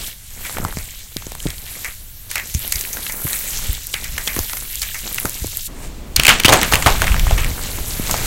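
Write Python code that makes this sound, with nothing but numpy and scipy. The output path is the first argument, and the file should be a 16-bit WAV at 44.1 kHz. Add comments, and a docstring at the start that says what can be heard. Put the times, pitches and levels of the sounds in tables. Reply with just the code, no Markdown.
"""At a table, close to a microphone, bare hands crush dry, glitter-coated soap: first a heap of thin
curls, then a hollow shell. Crumbs and flakes patter, pieces crack and scatter fragments, glitter
plates snap. Thick lumps give way with dull knocks; the squeezing hands shake the table with thuds
and rumble. Soft room noise enters with the shell. The loudest cracks overload the recorder."""
import sys
import numpy as np
from scipy import signal
from scipy.fft import rfft, irfft, next_fast_len
from scipy.io import wavfile
from scipy.ndimage import uniform_filter1d

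SR = 44100
rng = np.random.default_rng(int(sys.argv[2]) if len(sys.argv) > 2 else 0)


def inscribe(sig):
    """Save sig as 16-bit PCM at rate SR to the path in sys.argv[1].

    A 1-D sig is mono; a 2-D sig holds one channel per row.
    Samples are clipped to [-1, 1] before scaling.
    """
    pcm = np.round(np.clip(np.atleast_2d(sig).T, -1, 1) * 32767)
    wavfile.write(sys.argv[1], SR, pcm.astype(np.int16))


N = 364266

# Falling, rubbing debris in four lists, heap then shell. Each row: time in seconds, glitter level in dB,
# flake level in dB, crumb level in dB.
DEBRIS_LEVELS = [
    [(0.0, -34, -34, -42.5), (0.07, -31, -31.5, -47), (0.15, -43, -44, -54.5), (0.3, -43.5, -43, -55),
     (0.47, -34, -32, -40.5), (0.64, -39, -42, -36.5), (0.87, -38, -37.5, -52.5), (1.14, -44, -42, -54),
     (1.45, -38.5, -37, -44), (1.62, -38.5, -41.5, -53), (1.82, -35.5, -34, -46),
     (1.95, -38.5, -42.5, -55.5), (2.29, -39.5, -47.5, -50)],
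    [(2.3, -36, -34, -45), (2.51, -34.5, -37, -52), (2.8, -28.5, -31, -41.5), (3.12, -30.5, -40, -40.5),
     (3.34, -24.5, -31.5, -39), (3.55, -29, -27.5, -37.5), (3.85, -36.5, -38, -50.5), (4.14, -34, -34, -45),
     (4.43, -27.5, -34, -44.5), (4.62, -32, -35, -47.5), (4.82, -31.5, -32.5, -51.5),
     (5.25, -32, -32.5, -42), (5.52, -34.5, -33.5, -51), (5.67, -30, -33.5, -59)],
    [(5.69, -49, -51, -57), (5.85, -49, -38.5, -42), (5.91, -49, -47.5, -58), (6.15, -49, -48, -62)],
    [(6.22, -53, -25, -42), (6.34, -56, -28, -20.5), (6.42, -40, -32, -37.5), (6.55, -48, -25, -26),
     (6.67, -30, -28.5, -29.5), (7.02, -33.5, -28.5, -35), (7.57, -33.5, -34, -37),
     (7.86, -33, -33.5, -39.5), (8.26, -30.5, -26, -29.5)],
]
# Table shaken by the hands. Each row: time in seconds, level in dB.
RUMBLE_LEVELS = [(0.0, -31), (0.16, -42), (0.6, -29), (1.06, -41), (1.5, -31.5), (1.65, -36.5),
                 (3.4, -35.5), (3.65, -29.5), (3.93, -37.5), (4.14, -23.5), (4.28, -41), (4.39, -26),
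                 (4.48, -35), (5.5, -33.5), (6.75, -24), (7.13, -11.5), (7.45, -16.5), (7.56, -27),
                 (8.26, -21.5)]
# Pieces breaking. Each row: start in seconds, level in dB, ring pitch in Hz, treble against ring in dB,
# break length in seconds, relative scatter level in dB.
CRACKS = [(0.449, -18.5, 2450, -12, 0.0039, -10.5), (0.495, -18.5, 1110, -15, 0.0023, -19),
          (0.57, -12, 1360, -19, 0.0015, -31), (0.583, -13, 600, -3, 0.0043, -37),
          (0.6496, -3.5, 1050, -22, 0.00094, -29), (0.682, -21, 1010, 0, 0.0035, -28),
          (0.725, -20.5, 1270, -10, 0.0018, -31), (0.771, -14, 1060, -7, 0.00087, -22),
          (0.786, -17, 4450, 0, 0.0021, -17), (1.168, -7.5, 4250, -16, 0.0012, -31),
          (1.223, -22, 1100, -7, 0.00086, -33), (1.269, -24, 1000, 3, 0.0011, -20),
          (1.319, -16.5, 596, 7, 0.0025, -35), (1.352, -13, 960, 6, 0.00064, -37),
          (1.402, -17, 3220, -19, 0.0021, -39), (1.47, -14, 3160, -6, 0.00059, -20),
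          (1.503, -13.5, 3480, 1, 0.0039, -41), (1.582, -21, 3500, -4, 0.0007, -33),
          (1.665, -24, 2520, -7, 0.00086, -15), (1.846, -9.5, 2400, -0.5, 0.0012, -12.5),
          (2.313, -9.5, 2220, 9, 0.0038, -18), (2.356, -6.5, 2230, -0.5, 0.0037, -13.5),
          (2.38, -10, 2250, -10, 0.0026, -18), (2.397, -16, 2100, -8, 0.004, -19),
          (2.541, -14.5, 5020, 22, 0.002, -4), (2.548, -5, 4800, 23, 0.0015, -23),
          (2.722, -2.5, 2500, 9, 0.0046, -20), (2.756, -9.5, 5100, -2, 0.0046, -25),
          (2.81, -8, 1690, 21, 0.0038, -23), (2.851, -15.5, 2270, -12, 0.0016, -28),
          (2.931, -5, 4780, 23, 0.00036, -13), (2.9686, -15.5, 1400, 2, 0.0047, -18),
          (3.065, -13, 2640, -16, 0.0057, -41), (3.096, -14.5, 2060, -3, 0.0059, -15.5),
          (3.122, -9.5, 4240, 26, 0.0021, -17), (3.269, -17, 1500, -12, 0.0012, -28),
          (3.278, -16, 1500, -10, 0.0017, -23), (3.331, -3.5, 4000, 4.5, 0.0014, -18),
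          (3.939, -5.5, 3180, -9.5, 0.0058, -19.5), (4.0412, -14.5, 3130, 4, 0.0068, -11.5),
          (4.179, -8.5, 1820, -1, 0.0063, -20.5), (4.274, -6, 3170, -13, 0.0083, -19.5),
          (4.364, -7, 1320, 4, 0.001, -17), (4.391, -1, 990, 14, 0.0012, -29),
          (4.497, -10.5, 1880, 6, 0.00087, -19), (4.532, -12.5, 960, 4, 0.0047, -22),
          (4.567, -13, 2160, 5, 0.0096, -30), (4.8172, -5.5, 4500, 2, 0.0042, -28),
          (4.8233, -11.5, 3030, 4.5, 0.013, -13.5), (4.943, -14.5, 2270, -0.5, 0.0043, -10.5),
          (5.061, -21, 2260, -12, 0.002, -39), (5.183, -8, 2300, -26, 0.0026, -24),
          (5.2543, -6.5, 900, 3, 0.0021, -20.5), (6.1616, 9, 4500, -1, 0.0054, -27),
          (6.197, 4.5, 2520, -7.5, 0.0034, -22), (6.235, 2.5, 2580, -4, 0.0014, -27),
          (6.25, 0, 2630, -11, 0.0018, -33), (6.2542, 12, 2530, -12, 0.0014, -36),
          (6.267, 9, 2620, -2, 0.003, -30), (6.28, 10, 2470, -6, 0.0056, -20),
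          (6.29, 9.5, 2550, -10, 0.0053, -13.5), (6.3983, -2.5, 2700, -2, 0.0056, -23),
          (6.4358, -6, 3000, -5, 0.0014, -28), (6.4472, 8, 2300, -13, 0.00096, -24),
          (6.45, 13, 2480, -11, 0.00088, -40), (6.453, 6, 2880, -21, 0.011, -29),
          (6.481, 3, 3060, -23, 0.0055, -28), (6.49, 2, 1090, 0, 0.0021, -9.5),
          (6.494, -0.5, 3740, -15, 0.005, -30), (6.5224, -8.5, 1180, 7, 0.0027, 3),
          (6.5233, 2, 1210, -17, 0.0094, -9), (6.5365, 5, 1020, 12, 0.0019, -37),
          (6.6148, -2, 3520, 5, 0.0009, -19.5), (6.6197, -10, 1000, 0, 0.00081, -28),
          (6.631, 2, 2460, 0, 0.0019, -20), (6.719, -13, 3790, -1, 0.0013, -15),
          (6.7231, -3, 1290, 0, 0.0023, -8.5), (6.7358, 3.5, 2440, -17, 0.0025, -24),
          (6.7423, 3, 2380, 0, 0.0022, -35), (6.755, 2.5, 2520, -3, 0.002, -23.5),
          (6.824, -5.5, 2170, -6, 0.0028, -19), (6.8612, 2.5, 1250, -19, 0.0038, -12.5),
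          (6.87, 1.5, 1800, -21, 0.0028, -16), (6.957, -12, 3500, 2, 0.00068, -22),
          (7.019, 1, 1420, -3, 0.0017, -19), (7.042, -7.5, 2520, -15, 0.0013, -21),
          (7.0695, -7.5, 2240, -16, 0.0018, -15), (7.08, -4.5, 2200, -16, 0.00065, -30),
          (7.119, -8, 2400, -12, 0.00092, -18), (7.1435, -9, 1190, -10, 0.0015, -21),
          (7.165, -10.5, 1240, -5, 0.00058, -25), (7.196, -4, 2330, -2, 0.0008, -24),
          (7.268, -10, 1070, -20, 0.0015, -28), (7.309, -6.5, 1100, -15, 0.0028, -18),
          (7.378, -14, 2500, -6, 0.002, -4), (7.4337, -15, 2450, -7, 0.00062, -12.5),
          (7.446, -4.5, 2210, -22, 0.00091, -41), (8.096, -7, 1150, -11, 0.0016, -21),
          (8.111, -2, 5400, 15, 0.0026, -16), (8.142, -5, 1090, -13, 0.00045, -18)]
# Glitter plates snapping. Each row: start in seconds, level in dB, ring pitch in Hz.
SNAPS = [(0.5274, -15, 11300), (0.642, -12, 7700), (2.593, -8, 11800), (2.678, -6, 11200),
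         (3.3069, -10, 13800), (3.7309, -3, 14500), (3.8695, -6, 12000), (4.7561, -7, 8120),
         (5.1285, -7, 11800), (5.1452, -1, 13400), (5.1603, -10, 7950), (5.2004, -1.5, 12500),
         (5.2954, -4, 7400), (5.3328, -13, 12500), (5.469, -10, 7960), (5.5717, 1, 14900)]
# Soft blows. Each row: start in seconds, peak in dB, nominal pitch in Hz.
KNOCKS = [(0.568, -18, 287), (0.601, -16.5, 196), (0.629, -18, 170), (0.65, -12.5, 165), (0.771, -15, 170),
          (1.164, -17, 254), (1.268, -21, 314), (1.456, -10, 203), (1.463, -9, 250), (3.254, -18, 240),
          (3.941, -22, 477), (4.274, -18.5, 610), (4.367, -13, 298), (4.3885, -11.5, 300), (5.25, -10, 292),
          (5.445, -12.5, 332), (6.194, -12.5, 176), (6.284, -2.5, 590), (6.45, -0.5, 226),
          (6.482, -1.5, 490), (6.523, -1.5, 474), (6.627, -14.5, 255), (6.74, -9, 331), (6.868, -5.5, 476),
          (7.997, -10.5, 229)]  # thick lumps giving way
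THUDS = [(0.756, -32, 114), (2.5492, -9, 92), (2.752, -20, 51.5), (3.248, -18, 104), (3.691, -10.5, 50.4),
         (5.42, -17.5, 63.4), (6.176, -14.5, 52), (6.29, -15, 90), (6.734, -12.5, 82), (6.861, -7.5, 78),
         (7.325, -9, 53), (7.511, -14, 116), (8.114, -27, 112)]  # lumps and knuckles on the table
# Spectra. Each row: frequency in Hz, relative density in dB.
GLITTER_SPECTRUM = [(5290, -18), (9000, -10.5), (12800, -4.5), (14300, -8.5), (15600, -8)]
FLAKE_SPECTRUM = [(1590, -40), (2700, -4.5), (4090, -2.5), (4890, -5.5), (7940, -1.5), (9500, -9.5),
                  (12400, -36), (20900, -120)]
RASP_SPECTRUM = [(900, -49), (1450, -8), (1950, -1.5), (2300, 0.5), (2800, -11), (4000, -18)]  # soap rubbed in cupped hands
CRUMB_SPECTRUM = [(120, -12), (200, -2), (280, -8), (830, -11), (1200, -10.5), (1700, -10), (2600, -42),
                  (5000, -50)]
SHAKE_SPECTRUM = [(6, 5), (25, 7.5), (59, 1.5), (146, -10.5), (250, -27.5), (320, -41), (550, -120)]  # table under the hands
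SHUDDER_SPECTRUM = [(20, -9), (50, 2.5), (110, 5), (200, -12.5), (400, -22)]  # table after a blow
ROOM_SPECTRUM = [(88, -41), (150, -1), (1010, -18.5), (1710, -24.5), (2000, -21.5), (2830, -25),
                 (6050, -34), (15700, -45)]

# Hollows that colour the scatter. Each: pitch in Hz, width over pitch, largest share of the scatter.
CUPPED_HANDS, SHELL = (2050, 0.42, 0.75), (2800, 0.6, 0.45)
SHELL_FROM_S = 5.68
CREST_DB = 6  # allowance for a burst's peak over its strongest stretch


def gain_of(db):
    return 10 ** (np.asarray(db) / 20)


def unit_rms(x):
    return x / np.sqrt(np.mean(x ** 2) + 1e-20)


def curves(rows):
    """One per-sample curve for each column after the time."""
    times_s, *columns = np.vstack(rows).T
    return [np.interp(np.arange(N) / SR, times_s, column) for column in columns]


def coloured(x, spectrum):
    """Filters by a spectrum that is silent beyond its ends; rms 1."""
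    size = next_fast_len(N)
    hz = np.fft.rfftfreq(size, 1 / SR)
    points_hz, points_db = np.transpose(spectrum)
    db = np.interp(np.log(hz + 1), np.log(points_hz + 1), points_db)
    inside = (hz >= points_hz[0]) & (hz <= 1.1 * points_hz[-1])
    return unit_rms(irfft(rfft(x, size) * gain_of(db) * inside, size)[:N])


def ring(x, hz, width, order=1, window=32):
    """Resonance, width as a share of pitch; rms 1 over its strongest window of samples."""
    radius = np.exp(-np.pi * width * hz / SR)
    poles = [1, -2 * radius * np.cos(2 * np.pi * hz / SR), radius ** 2]
    y = np.diff(x, prepend=0)
    for _ in range(order):
        y = signal.lfilter([1], poles, y)
    return y / np.sqrt(uniform_filter1d(y ** 2, window).max())


def tap_gate(threshold_db=-43, span_db=0.5):
    """0 to 1: single taps stand out only once the flakes rise above a soft rustle."""
    _, flake_db, _ = curves(DEBRIS_LEVELS)
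    return np.clip((flake_db - threshold_db) / span_db, 0, 1)


def impulses(per_s, spread_db):
    """Randomly timed impacts of uneven size."""
    sizes = gain_of(spread_db * np.minimum(rng.exponential(1, N), 4))
    return sizes * (rng.random(N) < per_s / SR)


def patter(per_s, spread_db, band_hz, decay_cycles, rustle_share, pitches=16):
    """Clumps of tiny taps, each briefly ringing at its own pitch, over a smooth rustle."""
    clumps = gain_of(3 * unit_rms(uniform_filter1d(rng.standard_normal(N), 500)))
    hits = impulses(per_s * clumps, spread_db)
    pitch_index, taps = rng.integers(0, pitches, N), np.zeros(N)
    for k, hz in enumerate(np.geomspace(*band_hz, pitches)):
        cycles = np.arange(400) / SR * hz
        tap = np.exp(-cycles / decay_cycles) * np.sin(2 * np.pi * cycles)
        taps += signal.oaconvolve(hits * (pitch_index == k), tap / np.linalg.norm(tap) * np.sqrt(hz))[:N]
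    tap_share = tap_gate() * (1 - rustle_share)
    return np.sqrt(tap_share) * unit_rms(taps) + np.sqrt(1 - tap_share) * rng.standard_normal(N)


def drifting(x, depth_db=1.8, patch_hz=2500, patch_s=0.05):
    """The colour drifts: random patches of time and pitch rise and fall."""
    frames = signal.stft(x, nperseg=512, noverlap=384)[2]
    patches = rng.standard_normal(frames.shape[::-1]).T
    for _ in range(2):
        patches = uniform_filter1d(patches, round(patch_hz * 512 / SR), axis=0)
        patches = uniform_filter1d(patches, round(patch_s * SR / 128), axis=1)
    return signal.istft(frames * gain_of(depth_db * unit_rms(patches)), nperseg=512, noverlap=384)[1][:N]


def crumbling():
    """From high to low: glitter sparkles, thin flakes fizz, rubbed soap rasps, coarse crumbs tick."""
    glitter_db, flake_db, crumb_db = curves(DEBRIS_LEVELS)
    rasp_db = 0.6 * flake_db + 0.4 * crumb_db - 5.5
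    glitter = patter(1100, spread_db=-1.5, band_hz=(8800, 14200), decay_cycles=1.1, rustle_share=0.52)
    flakes = patter(700, spread_db=4.6, band_hz=(2400, 9560), decay_cycles=1.7, rustle_share=0.75)
    rasp = patter(250, spread_db=4, band_hz=(1510, 2780), decay_cycles=1.2, rustle_share=0.9, pitches=8)
    crumbs = patter(150, spread_db=3.5, band_hz=(400, 1600), decay_cycles=0.5, rustle_share=0.92,
                    pitches=8)
    layers = [(glitter_db, glitter, GLITTER_SPECTRUM), (flake_db, flakes, FLAKE_SPECTRUM),
              (rasp_db, rasp, RASP_SPECTRUM), (crumb_db, crumbs, CRUMB_SPECTRUM)]
    return drifting(sum(gain_of(db) * coloured(x, spectrum) for db, x, spectrum in layers))


def splinter_ticks(ring_hz=1900, decay_s=0.000043):
    """Stray splinters: lone, sharp clicks with a short dry ring wherever flakes move."""
    t = np.arange(100) / SR
    hits = impulses(per_s=90, spread_db=2)
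    clicks = np.diff(hits * rng.choice([-1, 1], N), prepend=0)
    body = signal.oaconvolve(hits, np.exp(-t / decay_s) * np.sin(2 * np.pi * ring_hz * t))[:N]
    _, flake_db, _ = curves(DEBRIS_LEVELS)
    return gain_of(flake_db + 11) * tap_gate() * (clicks + 0.31 * body)


def table_rumble(shudder_db=-13, rise_s=0.0027, fall_s=0.02):
    """Low shaking carried through the table, plus a short shudder after every blow."""
    power, t = np.zeros(N), np.arange(9000) / SR
    jolt = (1 - np.exp(-t / rise_s)) * np.exp(-t / fall_s)
    for start_s, db, _ in THUDS + KNOCKS:
        add(power, start_s, (gain_of(db + shudder_db) * jolt / jolt.max()) ** 2)
    shake = gain_of(curves(RUMBLE_LEVELS)[0]) * coloured(rng.standard_normal(N), SHAKE_SPECTRUM)
    shudder = np.sqrt(power) * coloured(rng.standard_normal(N), SHUDDER_SPECTRUM)
    return shake + shudder


def add(mix, start_s, sound):
    part = mix[round(start_s * SR):][:len(sound)]
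    part += sound[:len(part)]


def cracks(ring_width_hz=1300, treble_hz=6400, dull_t60_s=0.23, bright_t60_s=0.097):
    """A fracture is a ragged burst of splinters as long as the break runs; then fragments scatter."""
    out, t = np.zeros(N), np.arange(5000) / SR
    for start_s, db, hz, treble_db, length_s, scatter_db in CRACKS:
        low, high, bits, grit, lumps = rng.standard_normal((5, len(t)))
        progress, treble = t / length_s, gain_of(treble_db)
        ragged = gain_of(2.8 * unit_rms(uniform_filter1d(lumps, 40)))
        burst = np.minimum(progress / 0.12, 1) * np.exp(-progress ** 5.8) * ragged
        body = 1.004 * ring(low * burst, hz, ring_width_hz / hz, order=2)
        dry_edge = 0.7 * ring(bits * burst, 0.9 * hz, width=1.5)
        fracture = body + dry_edge + treble * ring(high * burst, treble_hz, width=1)

        spill = ragged * np.minimum(progress, 1)
        hollow = SHELL if start_s > SHELL_FROM_S else CUPPED_HANDS
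        dull = fragments(bits * spill * gain_of(-60 * t / dull_t60_s), hz, hollow)
        bright = ring(grit * spill * gain_of(-60 * t / bright_t60_s), treble_hz, width=0.13, window=600)
        scatter = gain_of(scatter_db) * (2.1 * dull + 0.79 * treble * bright)
        gain = gain_of(db - CREST_DB) / np.sqrt(1 + treble ** 2)
        add(out, start_s - 0.0002, gain * (fracture + scatter))
    return out


def fragments(noise, crack_hz, hollow):
    """Fragments scatter partly loose, partly ringing a hollow; deep breaks hardly stir it."""
    hollow_hz, width, max_share = hollow
    share = max_share * min(crack_hz / hollow_hz, 1) ** 2
    enclosed = ring(noise, hollow_hz * (crack_hz / hollow_hz) ** 0.15, width, order=2, window=600)
    loose = ring(noise, 0.53 * crack_hz, width=1, window=600)
    return share * enclosed + (1 - share) * loose


def glitter_snaps(decay_s=0.00056):
    """A plate snaps: a spit of noise through a wide, high resonance, without body."""
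    out, t = np.zeros(N), np.arange(400) / SR
    for start_s, db, hz in SNAPS:
        spit = rng.standard_normal(len(t)) * np.exp(-t / decay_s)
        add(out, start_s, gain_of(db - CREST_DB) * ring(spit, hz, width=0.32))
    return out


def soft_blows(rows, rise_cycles, decay_cycles):
    """Knock or thud: a sudden push, then a low swing or two that sag in pitch."""
    out = np.zeros(N)
    for start_s, db, hz in rows:
        cycles = np.arange(4000) / SR * hz
        envelope = (1 - np.exp(-cycles / rise_cycles)) * np.exp(-cycles / decay_cycles)
        swing = envelope * np.sin(2 * np.pi * cycles ** 0.78)
        add(out, start_s, gain_of(db) * swing / abs(swing).max())
    return out


def room_noise(level_db=-38.5):
    """Soft steady room noise, heard from the shell on."""
    heard = np.arange(N) > SHELL_FROM_S * SR
    return gain_of(level_db) * heard * coloured(rng.standard_normal(N), ROOM_SPECTRUM)


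def scene():
    """Mono mix; knocks and thuds push in opposite directions."""
    rumble = table_rumble()
    soap = cracks() + glitter_snaps() + crumbling() + splinter_ticks()
    knocks = soft_blows(KNOCKS, rise_cycles=0.22, decay_cycles=0.39)
    thuds = soft_blows(THUDS, rise_cycles=0.2, decay_cycles=0.76)
    return (rumble + soap - knocks + thuds + room_noise())[None]


def record(dry):
    """Hard overload near full scale, then the band limit."""
    clip_level, cutoff_hz = 0.98, 15900
    lowpass = signal.firwin(511, cutoff_hz, window=("kaiser", 7), fs=SR)
    return signal.oaconvolve(np.clip(dry, -clip_level, clip_level), lowpass[None], "same")


dry = scene()
out = record(dry)
inscribe(out)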